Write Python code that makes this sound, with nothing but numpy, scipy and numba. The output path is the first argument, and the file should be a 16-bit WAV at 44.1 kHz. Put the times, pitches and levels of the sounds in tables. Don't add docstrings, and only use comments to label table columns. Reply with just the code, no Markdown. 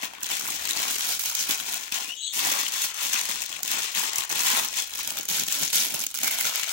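import sys
import numpy as np
from scipy import signal
from scipy.fft import rfft, irfft
from scipy.io import wavfile
from scipy.ndimage import uniform_filter1d, map_coordinates
from numba import njit

SR = 44100
rng = np.random.default_rng(int(sys.argv[2]) if len(sys.argv) > 2 else 0)


def log_audio(samples):
    frames = np.atleast_2d(samples).T
    limited = np.clip(frames, -1, 1)
    pcm = np.round(limited * 32767).astype(np.int16)
    wavfile.write(sys.argv[1], SR, pcm)


N = 296382


def undb(db):
    return 10 ** (np.asarray(db) / 20)


def rms(x):
    return np.sqrt(np.mean(x ** 2))


def walk(rate):
    hold = int(SR / rate)
    steps = np.repeat(rng.standard_normal(N // hold + 1), hold)
    slewed = uniform_filter1d(steps, hold)[:N]
    return slewed / rms(slewed)


def colour(x, points):
    hz, db = np.transpose(points)
    bins = np.arange(1025) * SR / 2048
    gain_db = np.interp(np.log(bins + 1), np.log(hz), db)
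    cepstrum = irfft(np.log(undb(gain_db)))
    cepstrum[1:1024] *= 2
    cepstrum[1025:] = 0
    return signal.fftconvolve(x, irfft(np.exp(rfft(cepstrum))))[:N]


# hz, relative_level_db
AIR_COLOUR = [(18, -65), (30, -6), (512, 7), (721, -1), (1810, 5), (2120, -9), (3770, -3), (16000, -39)]
AIR_DB = -62
# time_s, level_db
HUM_LEVEL = [(0, -74), (1.2, -63), (1.9, -75), (3.1, -64.5), (3.8, -73), (5, -63.5), (6.72, -84)]


def air():
    hiss = np.array([colour(rng.standard_normal(N), AIR_COLOUR) for _ in range(2)])
    pitch_hz = 62. + 2.3 * walk(12)
    level_db = np.interp(np.arange(N) / SR, *np.transpose(HUM_LEVEL)) + 4 * walk(9)
    hum = np.sin(2 * np.pi * np.cumsum(pitch_hz) / SR) * undb(level_db)
    return hiss * undb(AIR_DB) / rms(hiss) + hum


ROOM_T60_S, ROOM_DB, ROOM_ALIKE_HZ = 0.17, -12, 614


def room(x):
    t, hop = np.arange(int(.4 * SR)) / SR, 8192
    low = signal.butter(2, ROOM_ALIKE_HZ, fs=SR)
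    dull = signal.butter(2, 5500., fs=SR)
    padded = np.pad(x, ((0, 0), (hop, 2 * hop)))
    wet = np.zeros((2, padded.shape[1] + len(t)))
    for i in range(0, N + hop, hop):
        own, both = rng.standard_normal((2, len(t))), rng.standard_normal(len(t))
        tail = own + signal.filtfilt(*low, both - own)
        dying = undb(-60 * t / ROOM_T60_S) * (t > .002)
        tail = signal.lfilter(*dull, tail * dying)
        tail *= undb(ROOM_DB) / np.sqrt(np.sum(tail ** 2, 1, keepdims=True))
        window = padded[:, i:i + 2 * hop] * np.hanning(2 * hop)
        part = signal.fftconvolve(window, tail, axes=1)
        wet[:, i:i + part.shape[1]] += part
    return x + wet[:, hop:hop + N]


# start_s, end_s, start_hz, end_hz, level_db, octave_db
SQUEAL_NOTES = [(0.326, 0.335, 3510, 3460, -33.5, -14), (2.05, 2.105, 2400, 2750, -44, -14),
                (2.195, 2.241, 3750, 4350, -46, -3), (2.084, 2.147, 2750, 3010, -33.5, -13),
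                (2.128, 2.297, 2950, 2910, -46, -14), (2.158, 2.262, 3700, 3700, -45.5, -2.5),
                (2.166, 2.324, 3300, 3320, -35.5, -2.5), (2.205, 2.298, 3920, 3940, -40, 0.5),
                (2.23, 2.328, 4210, 4280, -45.5, -2), (2.242, 2.33, 3560, 3710, -40, -8)]


def squeal():
    t, out = np.arange(N) / SR, 0
    for start, end, start_hz, end_hz, db, octave_db in SQUEAL_NOTES:
        hz = np.interp(t, (start, end), (start_hz, end_hz)) * (1 + 0.00445 * walk(150))
        phase = 2 * np.pi * np.cumsum(hz) / SR
        arch = np.sin(np.pi * np.clip((t - start) / (end - start), 0, 1))
        swell = arch ** 0.27 * undb(db + 3.4 * walk(63))
        hoarse = 1 + 4.5 * signal.lfilter(*signal.butter(3, 300, fs=SR), rng.standard_normal(N))
        out = out + swell * hoarse * (np.sin(phase) + undb(octave_db) * np.sin(2 * phase))
    return out * undb([[4.], [-7.]])


# time_s, left_minus_right_db, left_later_ms
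PAPER_PLACE = [(0, 3.5, 1.15), (.4, 4.5, 1.19), (.7, 6, 1.18), (1.29, 2.5, 1.3), (1.75, 5.5, 1.2),
               (2.3, 5.5, 1.1), (3.3, 6, 1.167), (4.1, 7, 1.17), (4.8, 4.5, 1.17), (5.2, 2, 1.29),
               (5.8, 4, 1.285), (6.14, 1, 1.32), (6.72, 5.5, 1.36)]


def late(s):
    when, _, ms = np.transpose(PAPER_PLACE)
    return np.interp(s, when, ms) * SR / 1000


# start_s, envelope_peak_db, pitch_hz
BOX_BUMPS = [(3.974, -38, 190), (4.307, -41, 322), (4.532, -36, 240), (5.3, -41, 170), (5.622, -39, 160),
             (5.94, -38.5, 150), (6.228, -39, 210)]
THUMP_S = .011


def thumps():
    t, out = np.arange(N) / SR, np.zeros((2, N))
    for s, db, hz in BOX_BUMPS:
        u = np.maximum(t - s - np.array([[late(s) / SR], [0]]), 0)
        envelope = np.e * u / THUMP_S * 2 * np.exp(-2 * u / THUMP_S)
        out += undb(db) * envelope * np.sin(2 * np.pi * hz * u)
    return out


@njit
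def buckle(start, lag, size, pan, hz, sharp, fade, ring, noise):
    out = np.zeros((2, len(noise) + 4096))
    for e in range(len(start)):
        g, damping = np.tan(np.pi * hz[e] / SR), 1 / sharp[e]
        band, low, level = 0., 0., 1.
        ring_gain = np.sqrt(SR * sharp[e] / hz[e] / 8)
        i = start[e]
        while level > .01 and i < len(noise):
            burst = 4 * level * (1 - level) * noise[i]
            v = (band + g * (burst - low)) / (1 + g * (g + damping))
            band, low = 2 * v - band, low + 2 * g * v
            tick = level ** 8 * (noise[i] - noise[i - 1])
            bare = level * level * burst * 2 + tick
            y = (1 - ring) * bare + ring * damping * v * ring_gain
            out[0, i + lag[e]] += size[e] * y * pan[e]
            out[1, i] += size[e] * y / pan[e]
            level *= fade[e]
            i += 1
    return out[:, :len(noise)]


# hz, gain_db
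LEFT_MIC = [(40, -18.5), (120, -17.5), (330, -9), (550, -12), (820, -13), (1080, -8), (1520, -12.5),
            (2100, -5), (3300, -3), (4900, -7.5), (6400, -1), (8600, -4), (12800, -26.5), (15000, -9.5),
            (16000, 2), (17500, -52)]
RIGHT_MIC = [(40, -25), (120, -16), (330, -13), (520, -15), (1150, -17.5), (1450, -8), (1750, -17.5),
             (2200, -12.5), (2700, -15), (6500, -10), (8100, -20.5), (11500, -3), (13800, -12), (15000, -4),
             (16000, -3), (17500, -46)]


def creases(s, size, pan_db, hz, ms, sharp, ring, spread_s):
    scatter = SR * spread_s * rng.standard_normal(len(s))
    lag = np.clip(late(s) + scatter, 0, 400).astype(int)
    fade = np.exp(-1000 / (ms * SR))
    out = buckle((s * SR).astype(int), lag, size, undb(pan_db / 2), np.clip(hz, 60., 16000.),
                 sharp + 0 * s, fade, np.clip(ring, 0., 1.), rng.standard_normal(N))
    return np.array([colour(out[0], LEFT_MIC), colour(out[1], RIGHT_MIC)])


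# start_s, peak_db, ring_hz, left_minus_right_db
LOUD_SNAPS = [(0.045, -19, 2530, 17), (0.1486, -35, 1800, 12), (0.206, -31, 4010, 1),
              (0.2278, -24, 6500, -2), (0.2322, -15.5, 6200, -1), (0.243, -19, 4000, 0),
              (0.261, -24, 6500, 0), (0.2896, -21, 5830, 4), (0.3129, -28, 6600, 3), (0.396, -20, 6730, 0),
              (0.503, -18, 6500, 4), (0.56, -25, 6100, -4), (0.653, -15.5, 4100, 10),
              (0.6734, -19, 2720, 1), (0.6902, -15, 3600, 9), (0.708, -15.5, 3800, 6),
              (0.984, -18, 7400, -2), (1.1939, -14, 6590, -4.5), (1.257, -17, 6200, 6),
              (1.2996, -19, 6400, 2.5), (1.3509, -13, 6300, -1), (1.39, -20, 6600, 6),
              (1.5087, -11.5, 3880, 1), (1.5993, -18, 3540, 4), (1.729, -22, 3000, -3),
              (1.7426, -17, 2600, -7), (1.777, -24, 2420, 13), (1.9224, -16.5, 2720, 5),
              (1.9456, -16.5, 4960, 0), (2.359, -23.5, 5940, 11), (2.392, -17, 3500, 6.5),
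              (2.5883, -16.5, 6430, 16), (2.599, -19.5, 7620, 16.5), (2.648, -22, 6050, 9),
              (2.721, -21, 6020, 5.5), (2.739, -19.5, 6320, 14), (2.82, -19, 3770, 20),
              (2.943, -22.5, 7850, 4), (3.132, -12.5, 6230, 9), (3.141, -14, 1970, 9),
              (3.2534, -17, 5950, 6), (3.313, -14.5, 2000, 11), (3.405, -24, 7000, 15),
              (3.461, -22.5, 4200, 2.5), (3.6317, -12, 6550, -3), (3.678, -17, 3560, 0),
              (3.715, -12, 4000, 3), (3.949, -16, 2600, 3), (4.158, -12, 6650, 4), (4.183, -10.5, 6200, 3),
              (4.186, -16, 1050, 5), (4.206, -14.5, 3530, 5.5), (4.2943, -21, 6020, -7),
              (4.2992, -21, 6340, 0), (4.315, -19, 6400, 14), (4.404, -13.5, 6350, 19),
              (4.4454, -20, 6460, 9), (4.6845, -17.5, 6050, 12), (4.787, -17.5, 3900, 9.5),
              (4.822, -19.5, 3420, 10), (4.981, -23, 6700, 11), (4.99, -18, 900, 9), (5.008, -24, 2300, 18),
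              (5.032, -21, 6300, -2), (5.0752, -15.5, 7000, -3), (5.104, -16, 4330, 3),
              (5.1703, -21.5, 6600, 3), (5.187, -16, 6330, -5.5), (5.209, -19.5, 6460, 9),
              (5.231, -24, 850, -2), (5.254, -21, 6600, 1), (5.2867, -13.5, 6500, 3),
              (5.375, -19, 7040, 10.5), (5.395, -15.5, 6500, 3), (5.435, -15.5, 6300, 2),
              (5.466, -20, 6760, 4.5), (5.483, -15, 3540, 5), (5.523, -12.5, 7500, 6),
              (5.5427, -22, 6740, -12), (5.6324, -12.5, 6360, 3), (5.677, -16, 6340, 9),
              (5.7311, -14.5, 3330, -10), (5.757, -10, 11200, -5), (5.9442, -21, 6060, 1.5),
              (5.993, -16.5, 6480, -4.5), (6.0112, -19.5, 6200, 6), (6.0391, -15.5, 2770, -7),
              (6.0659, -15.5, 6600, -1), (6.105, -31, 7000, 2), (6.1127, -26, 8260, -3),
              (6.143, -18.5, 2920, -5.5), (6.149, -19.5, 6760, 3), (6.157, -19.5, 6000, -7),
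              (6.174, -18.5, 6600, -3), (6.188, -15, 2790, -4), (6.215, -21, 4230, 1),
              (6.2329, -12.5, 6860, -1), (6.244, -16, 6500, -2), (6.278, -13, 2200, -1),
              (6.3115, -15, 11100, -6), (6.345, -17, 5240, -6), (6.386, -17, 3260, 0),
              (6.4099, -12, 2220, -3), (6.558, -13, 12000, -1), (6.577, -22, 900, 5), (6.595, -21, 2400, 5),
              (6.6321, -12, 2320, 10), (6.693, -18, 7510, 14)]
SNAP_SHARP, SNAP_RING = 3.3, .33


def snaps():
    s, db, hz, pan = np.transpose(LOUD_SNAPS)
    out = creases(s - .0007, 1 + 0 * s, pan - np.mean(pan), hz, 2.01 + 0 * s, SNAP_SHARP, SNAP_RING, .00008)
    first = ((s - .001) * SR).astype(int)
    peak = np.array([np.abs(out[:, i:i + 300].mean(0)).max() for i in first])
    sounding = np.maximum(np.searchsorted(first, np.arange(N), "right") - 1, 0)
    return out * (undb(db) / peak)[sounding]


# start_s, swell_s, fade_s, top_effort_db
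HAND_TUGS = [(0.0, 0.0045, 0.3, -49), (0.02, 0.021, 0.06, -39.5), (0.17, 0.044, 1, -57),
             (0.222, 0.047, 0.3, -43), (0.293, 0.02, 0.57, -37.5), (0.39, 0.11, 0.26, -38),
             (0.591, 0.054, 0.15, -38.5), (0.685, 0.0089, 0.33, -34.5), (0.753, 0.14, 0.28, -33),
             (0.978, 0.0042, 0.6, -37.0), (1.033, 0.084, 0.17, -33.5), (1.192, 0.0097, 0.15, -32),
             (1.243, 0.0088, 0.2, -33), (1.34, 0.082, 0.11, -32.5), (1.474, 0.048, 0.08, -31),
             (1.589, 0.005, 0.15, -37), (1.651, 0.083, 0.2, -36), (1.79, 0.038, -0.2, -44),
             (1.92, 0.031, 0.22, -35), (2.036, 0.07, -0.5, -45), (2.24, 0.07, 0.6, -56),
             (2.328, 0.16, 0.32, -30.5), (2.583, 0.0062, 0.17, -35.5), (2.723, 0.13, 0.1, -32),
             (2.947, 0.11, 0.67, -34), (3.127, 0.0028, 0.19, -33), (3.25, 0.062, 0.16, -38.5),
             (3.496, 0.046, -0.94, -41), (3.647, 0.084, 0.12, -34), (3.752, 0.071, 0.2, -33.5),
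             (3.948, 0.037, 0.27, -31.5), (4.117, 0.072, 0.14, -36), (4.296, 0.021, 0.15, -34),
             (4.348, 0.18, 0.33, -29.5), (4.742, 0.067, 0.07, -34.5), (4.894, 0.108, -0.28, -37.5),
             (5.028, 0.078, 0.15, -38.5), (5.169, 0.0061, 0.5, -44), (5.284, 0.0056, 0.28, -34),
             (5.322, 0.1, 0.02, -34.5), (5.462, 0.053, 0.47, -34), (5.564, 0.058, 0.15, -34.5),
             (5.727, 0.027, 0.27, -28), (5.938, 0.0081, 0.13, -36.5), (5.989, 0.043, -0.37, -36.5),
             (6.142, 0.023, 1.1, -44.5), (6.19, 0.03, 0.3, -44), (6.225, 0.01, 0.08, -32.5),
             (6.256, 0.018, 0.08, -32.5), (6.305, 0.015, 0.5, -36.5), (6.38, 0.1, 0.1, -31.5),
             (6.547, 0.055, 0.16, -35.5), (6.665, 0.047, -1.5, -36)]
BITE_DB, REST_DB = 6.5, -75
SOFTEN_S, SHORTEST_FADE_S = 0.0071, .04


def effort(t):
    start, swell, fade, top = np.transpose(HAND_TUGS)[:, :, None]
    u = t - start
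    rise_db = BITE_DB * (1 - u / swell)
    fall_db = 20 * (u - swell) / np.maximum(fade, SHORTEST_FADE_S)
    db = top - np.where(u < swell, rise_db, fall_db)
    power = np.sum(undb(2 * db) * (u >= 0), axis=0)
    return 10 * np.log10(uniform_filter1d(power, int(SOFTEN_S * 1000) + 1) + undb(2 * REST_DB))


def crease_hail(at, push, count=20000):
    when, large, side, pitch, length, keep = rng.random((count, 6)).T
    s = when * N / SR
    busy = np.clip(undb(1.3 * (np.interp(s, at, push) + 32.)), .12, 1)
    flurry_db = 0.5 * walk(13) + 1.37 * walk(70)
    largest_db = 13
    size_db = np.minimum(-3.6 * np.log(large + 1e-9), largest_db) + flurry_db[(s * SR).astype(int)]
    size = undb(size_db) * (keep < busy) / np.sqrt(busy)
    return creases(s, size, 6 * (side - .5), 200 * 70 ** pitch, 0.29 * 6 ** length, 3.7, 0.36, .00013)


def sheet_slide():
    slide = rng.standard_normal(N + 100)
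    ahead = map_coordinates(slide, [np.arange(N) + late(np.arange(N) / SR)], order=3)
    hiss = np.array([colour(slide[:N], LEFT_MIC), colour(ahead, RIGHT_MIC)])
    hiss = signal.lfilter(*signal.butter(1, 7000., fs=SR), hiss)
    return hiss / rms(hiss)


# start_s, end_s, pitch_hz, width_hz, gain_db
AIR_POCKETS = [(1.33, 1.434, 6500, 900, -1), (3.94, 4.3, 1010, 180, -2), (4.49, 4.724, 1000, 170, 1.5),
               (6.12, 6.458, 2200, 400, -0.5), (6.564, 6.67, 2350, 500, 1.5)]


def ring_pockets(out):
    t = np.arange(N) / SR
    for start, end, hz, width, db in AIR_POCKETS:
        held = np.sqrt(np.sin(np.pi * np.clip((t - start) / (end - start), 0, 1)).clip(0))
        out = out + signal.lfilter(*signal.iirpeak(hz, hz / width, fs=SR), out) * held * undb(db)
    return out


# low_hz, high_hz
PAPER_BANDS = [(8500, 15500), (4600, 6000), (700, 2200), (100, 600)]
# level at a usual tug, relative to its effort [dB]
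BAND_LEVEL = (-1.5, -3, -5, -17.5)
BAND_FOLLOW = (0.93, 0.88, 0.79, 1)
BAND_WANDER = (0.91, 0.98, 1.55, 3.2)
USUAL_DB = -37
# time_s, scrape_db, flap_db
LOW_BODY = [(0.0, 6, 2), (0.19, 8, 14), (0.26, 0.5, -1), (0.9, -0.5, 0.5), (1.2, -7, -7.5), (1.7, 1.5, 0.5),
            (2.11, 0, -1), (2.17, -15, -9), (2.33, -10, -8), (2.4, -0.5, -4.5), (3.1, -0.5, -5),
            (3.35, -1, -2), (3.48, -3, 3), (3.62, 1, 2.5), (3.999, 1.5, -2.5), (4.6, 1.5, -3.5),
            (4.87, -3.5, -8), (5.05, -1, 8.5), (5.3, -2, 5), (5.6, -6, 0), (5.76, -6, -2), (5.95, -2.5, 9),
            (6.1, -8, -6), (6.24, -4.5, 6.5), (6.34, -4, -1.5), (6.48, -1.5, -2.5), (6.6, -1.5, -20),
            (6.72, -3, -11)]


def crumple():
    at = np.arange(0, N / SR, .001)
    push = effort(at)
    hail = crease_hail(at, push)
    paper = hail / rms(hail) + sheet_slide() * undb(-4.0 + 2.03 * walk(45))
    t, hz, spectrum = np.arange(N) / SR, np.arange(N // 2 + 1) * SR / N, rfft(paper)
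    centres = np.log([np.sqrt(lo * hi) for lo, hi in PAPER_BANDS[::-1]])
    when, *body = np.transpose(LOW_BODY)
    fuller_db = [0, 0] + [np.interp(t, when, db) for db in body]
    over_usual_db = np.interp(t, at, push) - USUAL_DB
    out = 0
    for k, (lo, hi) in enumerate(PAPER_BANDS):
        share = np.interp(np.log(hz + 1), centres, np.arange(4) == 3 - k)
        usual = rms(irfft(spectrum.mean(0) * ((hz > lo) & (hz < hi)), N))
        db = USUAL_DB + BAND_LEVEL[k] + BAND_FOLLOW[k] * over_usual_db
        db = db + fuller_db[k] + BAND_WANDER[k] * walk(20)
        out = out + irfft(spectrum * share, N) * undb(db) / usual
    out = ring_pockets(out)
    lean_db = np.interp(t, *np.transpose(PAPER_PLACE)[:2])
    lean_db -= np.mean(lean_db)
    return out * undb(np.array([lean_db, -lean_db]) / 2)


def scene():
    return room(crumple() + snaps() + thumps() + squeal()) + air()


EDGE_HZ, TOP_HZ = 15840, 16979


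def record(dry):
    edge = signal.ellip(10, .5, 28, EDGE_HZ, fs=SR, output="sos")
    top = signal.ellip(8, .2, 70, TOP_HZ, fs=SR, output="sos")
    bass = signal.butter(3, 50., "high", fs=SR, output="sos")
    rounded = .7 * np.tanh(dry / .7)
    return signal.sosfilt(np.vstack([bass, edge, top]), rounded)


dry = scene()
out = record(dry)
log_audio(out)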